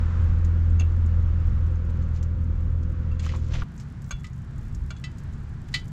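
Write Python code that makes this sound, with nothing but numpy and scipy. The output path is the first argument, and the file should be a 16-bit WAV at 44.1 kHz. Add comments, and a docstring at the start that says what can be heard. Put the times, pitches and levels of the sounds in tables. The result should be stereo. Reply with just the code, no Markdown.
"""Filling a boat's fin

A boatyard in light wind: an engine hums low while a steel blade works filler onto the fin.
The blade scrapes over grit, snags, ticks and rings; the sticky filler crackles as it tears.
At an abrupt change of place the hum is gone: a far diesel idles, the blade works on,
steel tools clink close by and the hand on the microphone thumps softly."""
import sys
import numpy as np
from scipy import signal
from scipy.fft import rfft, irfft, next_fast_len
from scipy.io import wavfile
from scipy.ndimage import map_coordinates

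SR = 44100
rng = np.random.default_rng(int(sys.argv[2]) if len(sys.argv) > 2 else 0)


def to_wav(s):
    """Save 16-bit WAV."""
    ch = np.atleast_2d(s).T  # columns
    pcm = np.round(np.clip(ch, -1, 1) * 32767)  # PCM
    wavfile.write(sys.argv[1], SR, pcm.astype(np.int16))


N = 261065
TIME_S = np.arange(N) / SR
CHANGE_S = 3.636  # first place to second
SIDES = np.array([[.5], [-.5]])  # left, right

# grit under the blade (frequency [Hz], density [dB])
GRIT_SPECTRUM = [(200, -46), (600, 0.5), (1500, 0.5), (3000, 0.5), (5000, -4), (7200, -9.5), (8500, -25.5),
                 (13000, -39.5), (16000, -48)]


def amp(db):
    """Decibels to gain."""
    return 10 ** (np.asarray(db) / 20)


def unit(x):
    """Scale to rms 1."""
    return x / np.sqrt(np.mean(x ** 2) + 1e-20)


def along(points, hz):
    """Read (frequency, value) points on a log axis."""
    knots_hz, values = np.transpose(points)
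    return np.interp(np.log(hz + 1), np.log(knots_hz + 1), values)


def curve(points):
    """Read (time, value) points at every sample."""
    return np.interp(TIME_S, *np.transpose(points))


def wobble(rate_hz):
    """Smooth random curve."""
    return map_coordinates(rng.standard_normal(int(N * rate_hz / SR) + 4), [TIME_S * rate_hz])


def filtered(x, response):
    """Apply a complex frequency response."""
    size = x.shape[-1]
    padded = next_fast_len(size + 2 ** 12)
    return irfft(rfft(x, padded) * response(np.fft.rfftfreq(padded, 1 / SR)), padded)[..., :size]


def noise(spectrum, size):
    """Coloured noise, rms 1."""
    return unit(filtered(rng.standard_normal(size), lambda hz: amp(along(spectrum, hz))))


def rush(spectrum, coherence):
    """Stereo noise, rms 1; coherence as (frequency [Hz], left-right correlation)."""
    def response(hz):
        angle = np.arccos(np.clip(along(coherence, hz), -1, 1)) / 2
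        return amp(along(spectrum, hz)) * [np.cos(angle), np.sin(angle)]
    mid, side = filtered(rng.standard_normal((2, N)), response)
    return unit(np.array([mid + side, mid - side]))


def tone(cycles, flutter_db, drift_rad):
    """Partial of rms 1; moving air makes level and phase waver."""
    phase = 2 * np.pi * (cycles + rng.random()) + drift_rad * wobble(5)
    return unit(np.sin(phase) * amp(flutter_db * wobble(11)))


def add(track, s, sound):
    """Mix a sound in at time s."""
    start = max(round(s * SR), 0)
    track[start:start + len(sound)] += sound[:max(N - start, 0)]


def attack(t, rise_s):
    """Exponential rise to 1."""
    return 1 - np.exp(-t / rise_s)


def ring(modes, t):
    """Damped modes, excited a little differently by each blow."""
    return sum(amp(db + rng.normal() - 60 * t / t60_s) * rng.choice([-1, 1]) * np.sin(2 * np.pi * hz * t)
               for hz, db, t60_s in modes)


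def yard_air():
    """Distant yard noise at each of the two places."""
    # slow trend (time [s], relative level [dB])
    trend = [(0, -51), (2.4, -55.5), (3.63, -55), (3.65, -56), (5, -56), (5.92, -54)]
    # air at each place (frequency [Hz], density [dB])
    first_spectrum = [(100, -11), (400, -0.5), (700, -3.5), (1000, 1.5), (1400, 3), (2000, -5.5),
                      (3000, -11.5), (4500, -17), (7300, -20), (8400, -36), (16000, -59)]
    second_spectrum = [(12, -6), (30, 25), (130, 28), (230, 20), (320, 10), (450, 4.5), (580, -0.5),
                       (800, 1.5), (1600, 1.5), (2600, -10), (4500, -15), (7500, -18.5), (8800, -25.5),
                       (14000, -42.5)]
    # likeness of the microphone ports (frequency [Hz], correlation)
    first_coherence = [(100, 0.68), (1200, 1), (3000, 0.24), (5000, 0.15), (10000, 0.12)]
    second_coherence = [(30, 0.4), (150, 0.95), (1000, 0.97), (4000, 0.93), (9000, 0.39), (13000, 0.39)]
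    trend_db = curve(trend)
    first = amp(trend_db + 2.5 + 1.6 * wobble(4.51)) * rush(first_spectrum, first_coherence)
    second = amp(trend_db + 15 + 0.7 * wobble(4.8)) * rush(second_spectrum, second_coherence)
    return first, second


def machinery():
    """Faint steady tones from across the yard, at each of the two places."""
    # whine (frequency [Hz], level at first place [dB], at second [dB])
    lines = [(106, -45, -62), (232, -52, -58), (360, -62.5, -67.5), (506, -63.5, -92)]
    return sum(amp([[first_db], [second_db]]) * tone(hz * TIME_S, flutter_db=4.5, drift_rad=0.85)
               for hz, first_db, second_db in lines)


def wind():
    """Gusts swell over a breeze and buffet each microphone port with low lumps of pressure."""
    # breeze at each place (relative level [dB], left minus right [dB])
    breeze = [(-40, 1), (-61, 0)]
    # gusts (peak time [s], length [s], relative level [dB], left minus right [dB])
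    gusts = [(0.26, 0.48, -36, 8), (1.181, 0.66, -41, 4.5), (1.537, 0.14, -31.5, 18),
             (4.747, 0.42, -34.5, -3), (5.373, 0.69, -39, 30), (5.725, 0.56, -42, 4.5)]
    # buffeting (frequency [Hz], density [dB])
    spectrum = [(4, -23.5), (12, -4), (28, 2), (50, 0), (75, -0.5), (110, -9), (170, -19), (300, -37),
                (600, -58), (1500, -120)]
    at_ports = lambda db, lean_db: amp(db + SIDES * lean_db) / amp(SIDES * lean_db).mean()
    power = np.where(TIME_S < CHANGE_S, at_ports(*breeze[0]), at_ports(*breeze[1])) ** 2
    for s, length_s, db, lean_db in gusts:
        swell = np.cos(np.pi * np.clip((TIME_S - s) / length_s, -.5, .5))
        power += (at_ports(db, lean_db) * swell) ** 2
    lumps_db = 1.3 * np.array([wobble(28), wobble(11)])
    return np.sqrt(power) * amp(3.5 + lumps_db) * rush(spectrum, [(25, 1), (100, 0.88)])


def bumps():
    """The hand on the microphone shifts: soft, very low thumps."""
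    # thumps (time [s], length [s], pitch [Hz], level [dB])
    thumps = [(4.114, 0.064, 41.5, -24), (4.632, 0.066, 33, -25)]
    track = np.zeros(N)
    for s, length_s, hz, db in thumps:
        t = np.arange(int(length_s * SR)) / SR
        add(track, s, amp(db) * np.hanning(len(t)) * np.sin(2 * np.pi * (hz * t + rng.random())))
    return track


def diesel():
    """Six unequal cylinders repeat their pattern every working cycle, so the idle lopes."""
    # partials (multiple of the cycle rate, level [dB])
    orders = [(6, -47), (10, -53), (12, -42), (15, -49), (16, -48), (18, -44), (21, -45), (23, -44),
              (24, -46), (25, -54), (28, -52), (29, -52), (30, -58), (36, -57), (37, -59)]
    cycle_hz = 5.834
    cycles = cycle_hz * TIME_S + 0.0023 * wobble(2.073)
    return sum(amp(db) * tone(round(k) * cycles, flutter_db=0.5, drift_rad=0.023) for k, db in orders)


def engine():
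    """Two firings per shaft turn; the hum grows with speed, the exhaust adds a throbbing drone."""
    # speed picks up, then eases (time [s], firing rate [Hz])
    speed = [(0.2, 82.7), (0.9, 83.6), (1.3, 82.6), (1.6, 82.4), (2.1, 81.3), (3.1, 81.1), (3.5, 80.6)]
    # partials (multiple of the shaft rate, relative level [dB], gain with firing rate [dB/Hz])
    orders = [(1, -6, 1.9), (2, 0.5, 3), (3, -14, -2), (4, -18, 0.5), (5, -37.5, 6), (6, -34, 2),
              (8, -39.5, 5.5)]
    # exhaust (frequency [Hz], density [dB])
    drone = [(30, -36.5), (100, -7), (170, 1.5), (230, -9), (300, -12), (370, -15), (420, -26.5),
             (470, -17.5), (515, -12.5), (560, -20), (630, -30.5), (1200, -58), (3000, -120)]
    firing_hz, cruise_hz = curve(speed), 82
    turns = np.cumsum(firing_hz / 2) / SR
    partial = lambda k: tone(k * turns, flutter_db=0.35 * k, drift_rad=0.03 * k)
    hum = sum(amp(db + db_per_hz * (firing_hz - cruise_hz)) * partial(round(k))
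              for k, db, db_per_hz in orders)
    hum *= amp(-25 + 0.6 * wobble(8))
    throb = 1 + 0.31 * np.sin(2 * np.pi * 2 * turns)
    return hum + amp(-39.5) * throb * rush(drone, [(100, 0.74), (500, 0.47)])


def hulls(x, t60_s):
    """Scattered echoes from the hulls around."""
    t = np.arange(SR // 2) / SR
    tails = np.array([noise([(300, -7.5), (3500, 10), (9000, -5.5)], len(t)) for _ in range(2)])
    tails *= amp(-60 * t / t60_s) * (t > .006)
    return signal.fftconvolve(x[None], tails / np.linalg.norm(tails[0]), axes=1)[:, :N]


def nearby(x, lean_db, scatter):
    """Close sound, louder at left, smeared by hands and hull; scatter as (frequency [Hz], gain [dB])."""
    t = np.arange(SR // 128) / SR
    smear = rng.standard_normal(len(t)) * amp(-60 * t / 0.027)
    smeared = signal.fftconvolve(x, smear[None] / np.linalg.norm(smear))[:, :N]
    scattered = filtered(smeared, lambda hz: amp(along(scatter, hz)))
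    return amp(SIDES * lean_db) * (x + 2 * SIDES * scattered)


def crackle():
    """Sticky filler tears in clumps of tiny, bright snaps."""
    # snaps at each place (base rate [1/s], base level [dB])
    tearing = [(45, -72), (85, -69.5)]
    # one snap (frequency [Hz], density [dB])
    spectrum = [(1000, -20), (4500, -6), (7300, 1), (8800, -7), (12500, -9), (16000, -22)]
    t60_s = 0.011
    per_s, db = np.where(TIME_S < CHANGE_S, *np.array(tearing)[:, :, None])
    snaps = rng.random(N) < per_s * amp(5 * wobble(10)) / SR
    sizes = amp(db + 4.5 * np.minimum(rng.exponential(size=N), 3))
    power = signal.lfilter([1], [1, -amp(-60 / (t60_s * SR)) ** 2], snaps * sizes ** 2)
    return np.sqrt(np.abs(power)) * noise(spectrum, N)


def scrapes():
    """The blade drags over grit in tiny catches: quick rise, slower fade."""
    # strokes (time [s], length [s], level [dB], tilt [dB/octave])
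    strokes = [(2.138, 0.067, -63, 6), (3.211, 0.19, -52.5, 0.5), (3.218, 0.075, -58.5, 12.5),
               (3.352, 0.3, -65.5, 6), (3.501, 0.13, -51.5, 0), (3.534, 0.044, -46.5, -1.5),
               (3.582, 0.054, -53, 0), (3.794, 0.05, -63, 10.5), (4.059, 0.051, -65, 26),
               (5.723, 0.085, -52.5, 3)]
    track, catch_samples = np.zeros(N), 32
    for s, length_s, db, tilt_db in strokes:
        size = int(length_s * SR)
        hiss = rng.standard_normal(size)
        catches_db = 3.6 * np.minimum(rng.exponential(size=size // catch_samples + 1), 3.5)
        colour = lambda hz: amp(along(GRIT_SPECTRUM, hz) + tilt_db * np.log2(np.maximum(hz, 500) / 3000))
        grit = filtered(hiss * amp(catches_db).repeat(catch_samples)[:size], colour)
        swell = np.abs(np.sin(np.pi * np.linspace(0, 1, size) ** 0.69))
        add(track, s, amp(db) * unit(grit) * unit(swell))
    return track


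def thud(pitch_hz, t, t60_s):
    """Two broad resonances that die quickly."""
    width = 0.46  # bandwidth over pitch
    peak = lambda hz, fc: 1j * hz * width * fc / (fc * fc - hz * hz + 1j * hz * width * fc)
    response = lambda hz: peak(hz, pitch_hz) ** 2 + 0.073 * peak(hz, 1.7 * pitch_hz) ** 2
    return unit(filtered(rng.standard_normal(len(t)), response)) * amp(-60 * t / t60_s)


def snags():
    """Pressed flat, the blade cannot ring: each lump gives a dead thud and a gritty crack."""
    # lumps and dents (time [s], thud [dB], pitch [Hz], t60 [s], crack [dB])
    lumps = [(0.809, -37, 565, .07, -60.5), (3.248, -44.5, 3000, .03, -50.5),
             (3.264, -39.5, 1300, .04, -35), (3.292, -42.5, 2170, 0.054, -38),
             (3.337, -40.5, 990, 0.11, -55), (3.351, -39.5, 1046, 0.04, -42.5),
             (3.5366, -40.5, 2930, 0.035, -37.5), (3.541, -45, 2600, 0.022, -38),
             (3.5468, -46, 3000, 0.012, -44), (3.5596, -48, 3000, .04, -42),
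             (3.6204, -28, 1200, 0.028, -51)]
    track, t = np.zeros(N), np.arange(SR // 8) / SR
    for s, db, hz, t60_s, crack_db in lumps:
        crack = amp(crack_db - 60 * t / 0.013) * noise(GRIT_SPECTRUM, len(t))
        add(track, s, (amp(db) * thud(hz, t, t60_s) + crack) * attack(t, rise_s=0.0002))
    return track


def ticks():
    """Dry contacts of blade and filler, each with its own brightness."""
    # contacts (time [s], relative level [dB], tilt [dB/octave])
    contacts = [(0.238, -49.5, 19), (0.447, -36.5, -3.5), (0.701, -49.5, -1), (0.919, -48, -3),
                (1.061, -44, 7), (1.493, -55, 12), (1.666, -49, -2.5), (1.85, -57.5, 12.5),
                (1.897, -44, -10), (2.171, -48, -8), (2.228, -34.5, -2), (2.83, -43.5, -7.5),
                (3.3596, -39.5, 1), (3.366, -42, 3.5), (3.7783, -38.5, -3), (3.799, -34.5, -6.5),
                (4.0195, -42.5, 6.5), (4.043, -42.5, -2.5), (4.091, -46, 2), (4.1092, -37.5, 14.5),
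                (4.1966, -50, 14.5), (4.247, -47, 8.5), (4.268, -37.5, -4.5), (4.332, -47.5, 1.5),
                (4.58, -44.5, 14), (4.748, -36, -1.5), (5.183, -37.5, 3.5), (5.333, -44.5, -3.5),
                (5.686, -38, -12.5), (5.7195, -44.5, -6), (5.742, -37.5, 15.5), (5.797, -40, -1),
                (5.8798, -41, 8)]
    # one tick (frequency [Hz], density [dB])
    spectrum = [(500, -39), (2000, -18.5), (4500, -8), (7200, 1.5), (8800, -15), (13000, -23), (16000, -33)]
    track, t = np.zeros(N), np.arange(SR // 16) / SR
    envelope = (amp(-60 * t / 0.0057) + amp(-8.5 - 60 * t / 0.055)) * attack(t, rise_s=0.00089)
    for s, db, tilt_db in contacts:
        colour = [(hz, level + tilt_db * np.log2(hz / 7000) + rng.normal(0, 2)) for hz, level in spectrum]
        add(track, s, amp(db - 5.5) * envelope * noise(colour, len(t)))
    return track


def taps():
    """Blade on fin: the contact point sets which modes ring, the grip how long; the fin knocks."""
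    # contacts (time [s], four blade modes [dB], knock [dB], crack [dB], grip's factor on t60)
    contacts = [(0.7963, -39, -54, -52, -35, -47.5, -45, 0.49),
                (0.7985, -35, -60, -51.5, -29.5, -54, -46, 0.42),
                (0.8075, -58.5, -46, -54, -44, -51, -50, .6),
                (0.8135, -43.5, -58.5, -60, -52, -58, -57, 0.83),
                (0.8194, -40.5, -56, -62, -56, -57.5, -60, 0.3),
                (1.756, -79, -80, -66, -57.5, -81, -70, 0.9),
                (2.021, -74.5, -74.5, -60, -71, -69, -58.5, 1.9),
                (3.115, -52, -72, -76, -81, -73, -63, 0.54),
                (3.195, -63, -43.5, -54, -45, -70, -44.5, 0.23),
                (4.1085, -61, -56, -50, -31.5, -36.5, -43.5, 0.8),
                (4.1124, -60, -61, -48, -30.5, -42, -41, 0.8), (4.116, -56, -54, -56, -40, -46.5, -39.5, 1),
                (4.1222, -53, -43.5, -60, -47, -42.5, -52, 0.85),
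                (4.9051, -52, -52, -60, -45, -43, -41.5, 1), (4.9148, -57, -51, -68, -56, -46, -57, 0.66),
                (4.965, -66, -56, -54, -68, -64, -54, 0.44)]
    # blade modes (frequency [Hz], base t60 [s])
    blade_modes = [(2706, .23), (3405, .25), (6270, .08), (6498, .047)]
    # dull fin modes (frequency [Hz], relative level [dB], t60 [s])
    fin_modes = [(630, -5.5, 0.042), (1150, 2, .035), (1428, 4, 0.067), (1566, 2, 0.035),
                 (2320, -0.5, 0.075), (2864, -12, 0.12), (3558, -15, 0.055), (4170, -8, 0.046)]
    # contact crack (frequency [Hz], density [dB])
    spectrum = [(300, -42), (850, -1), (1300, -7), (2000, 4.5), (4600, 5), (5600, -3), (7300, 4),
                (9000, -18), (13000, -34), (16000, -48)]
    track, t = np.zeros(N), np.arange(SR // 3) / SR
    next_times = [row[0] for row in contacts[1:]] + [N / SR]
    for (s, *modes_db, knock_db, crack_db, grip), next_s in zip(contacts, next_times):
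        modes = [(hz, db, t60_s * max(grip, .1)) for (hz, t60_s), db in zip(blade_modes, modes_db)]
        crack = amp(crack_db - 60 * t / 0.085) * noise(spectrum, len(t))
        tap = ring(modes, t) + amp(knock_db) * ring(fin_modes, t) + crack
        choke = amp(-60 * np.maximum(s + t - next_s, 0) / 0.0062)  # next contact stops the ring
        add(track, s, tap * attack(t, rise_s=0.00031) * choke)
    return track


def clinks():
    """Steel on steel rattles and rings: a light touch wakes a few modes, a hard blow nearly all."""
    # blows (time [s], ring [dB], rattle [dB], tilt [dB/octave], hardness [0-1])
    blows = [(4.2432, -43, -44.5, -14, 0), (5.0397, -35, -41.5, -0.5, 0), (5.7406, -24, -26, 1, 0.86),
             (5.7478, -40, -37.5, -10, 0.9)]
    # tool modes (frequency [Hz], light touch [dB], hard blow [dB], t60 [s])
    steel_modes = [(1250, -14, -22, .13), (1987, 1, 0, .12), (2309, -15, -5, .12), (2638, -5, -6, .1),
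                   (2990, -26, -6, .13), (3056, -10, -6, .15), (3413, -21, -10, .12), (3741, -18, -8, .09),
                   (3898, -9, -6, .09), (4161, -9, 0, .08), (4441, -12, -7, .11), (4755, -9, -6, .1),
                   (5464, -8, -19, .075), (6630, -12, -14, .075), (7150, -20, -17, .06),
                   (7550, -17, -24, .07), (8516, -18, -21, .06)]
    # dense, brief rattle (frequency [Hz], density [dB])
    spectrum = [(600, -18), (1250, -4.5), (1650, -4), (1950, 10.5), (2500, -1), (3400, 5.5), (3900, 3),
                (4800, -5), (5300, -0.5), (5900, -9), (6800, -2.5), (8600, -13.5), (9400, -23.5),
                (12500, -26.5), (16000, -37.5)]
    track, t = np.zeros(N), np.arange(SR // 3) / SR
    for s, ring_db, rattle_db, tilt_db, hardness in blows:
        modes = [(hz, np.interp(hardness, [0, 1], [light_db, hard_db]) + tilt_db * np.log2(hz / 2000), t60_s)
                 for hz, light_db, hard_db, t60_s in steel_modes]
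        rattle = amp(rattle_db - 60 * t / 0.1) * noise(spectrum, len(t))
        add(track, s, (amp(ring_db) * ring(modes, t) + rattle) * attack(t, rise_s=0.00049))
    return track


def scene():
    """Sounds lean left at the first place and come from nearly straight ahead at the second."""
    # port balance at the first place (frequency [Hz], left minus right [dB])
    lean = [(90, 6.8), (180, 3.5), (320, 3.1), (1000, 2.5), (2700, 4.4), (8000, 1.4)]
    # port phase at the first place (frequency [Hz], left lag [rad])
    lag = [(125, .05), (190, 0.15), (1000, 1), (3500, 1.1), (5000, 3)]
    ports = lambda hz: amp(SIDES * along(lean, hz)) * np.exp(-1j * SIDES * along(lag, hz))
    buffeting = wind()
    whine_first, whine_second = machinery()
    work = scrapes() + snags() + ticks() + crackle() + taps() + clinks()
    work = work + amp(-18.5) * hulls(work, t60_s=0.19)
    air_first, air_second = yard_air()
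    first = filtered(engine() + whine_first + air_first, ports) + amp(6) * buffeting
    first += nearby(work, lean_db=9, scatter=[(1500, -7), (6500, -4.5), (10000, 0)])
    second = diesel() + bumps() + whine_second + air_second + buffeting
    second += nearby(work, lean_db=1.4, scatter=[(1000, -10), (4500, -24), (9500, -3)])
    crossfade = np.clip((TIME_S - CHANGE_S) / 0.0022 + .5, 0, 1)
    return (1 - crossfade) * first + crossfade * second


def record(dry):
    """The image closes to mono at the change of place, then reopens; the top treble is cut."""
    mono_until_s, opening_s, top_hz = 4.65, 0.74, 15700
    mid = dry.mean(axis=0)
    width = np.where(TIME_S < CHANGE_S, 1, np.clip((TIME_S - mono_until_s) / opening_s, 0, 1))
    return filtered(mid + width * (dry - mid), lambda hz: hz < top_hz)


dry = scene()
out = record(dry)
to_wav(out)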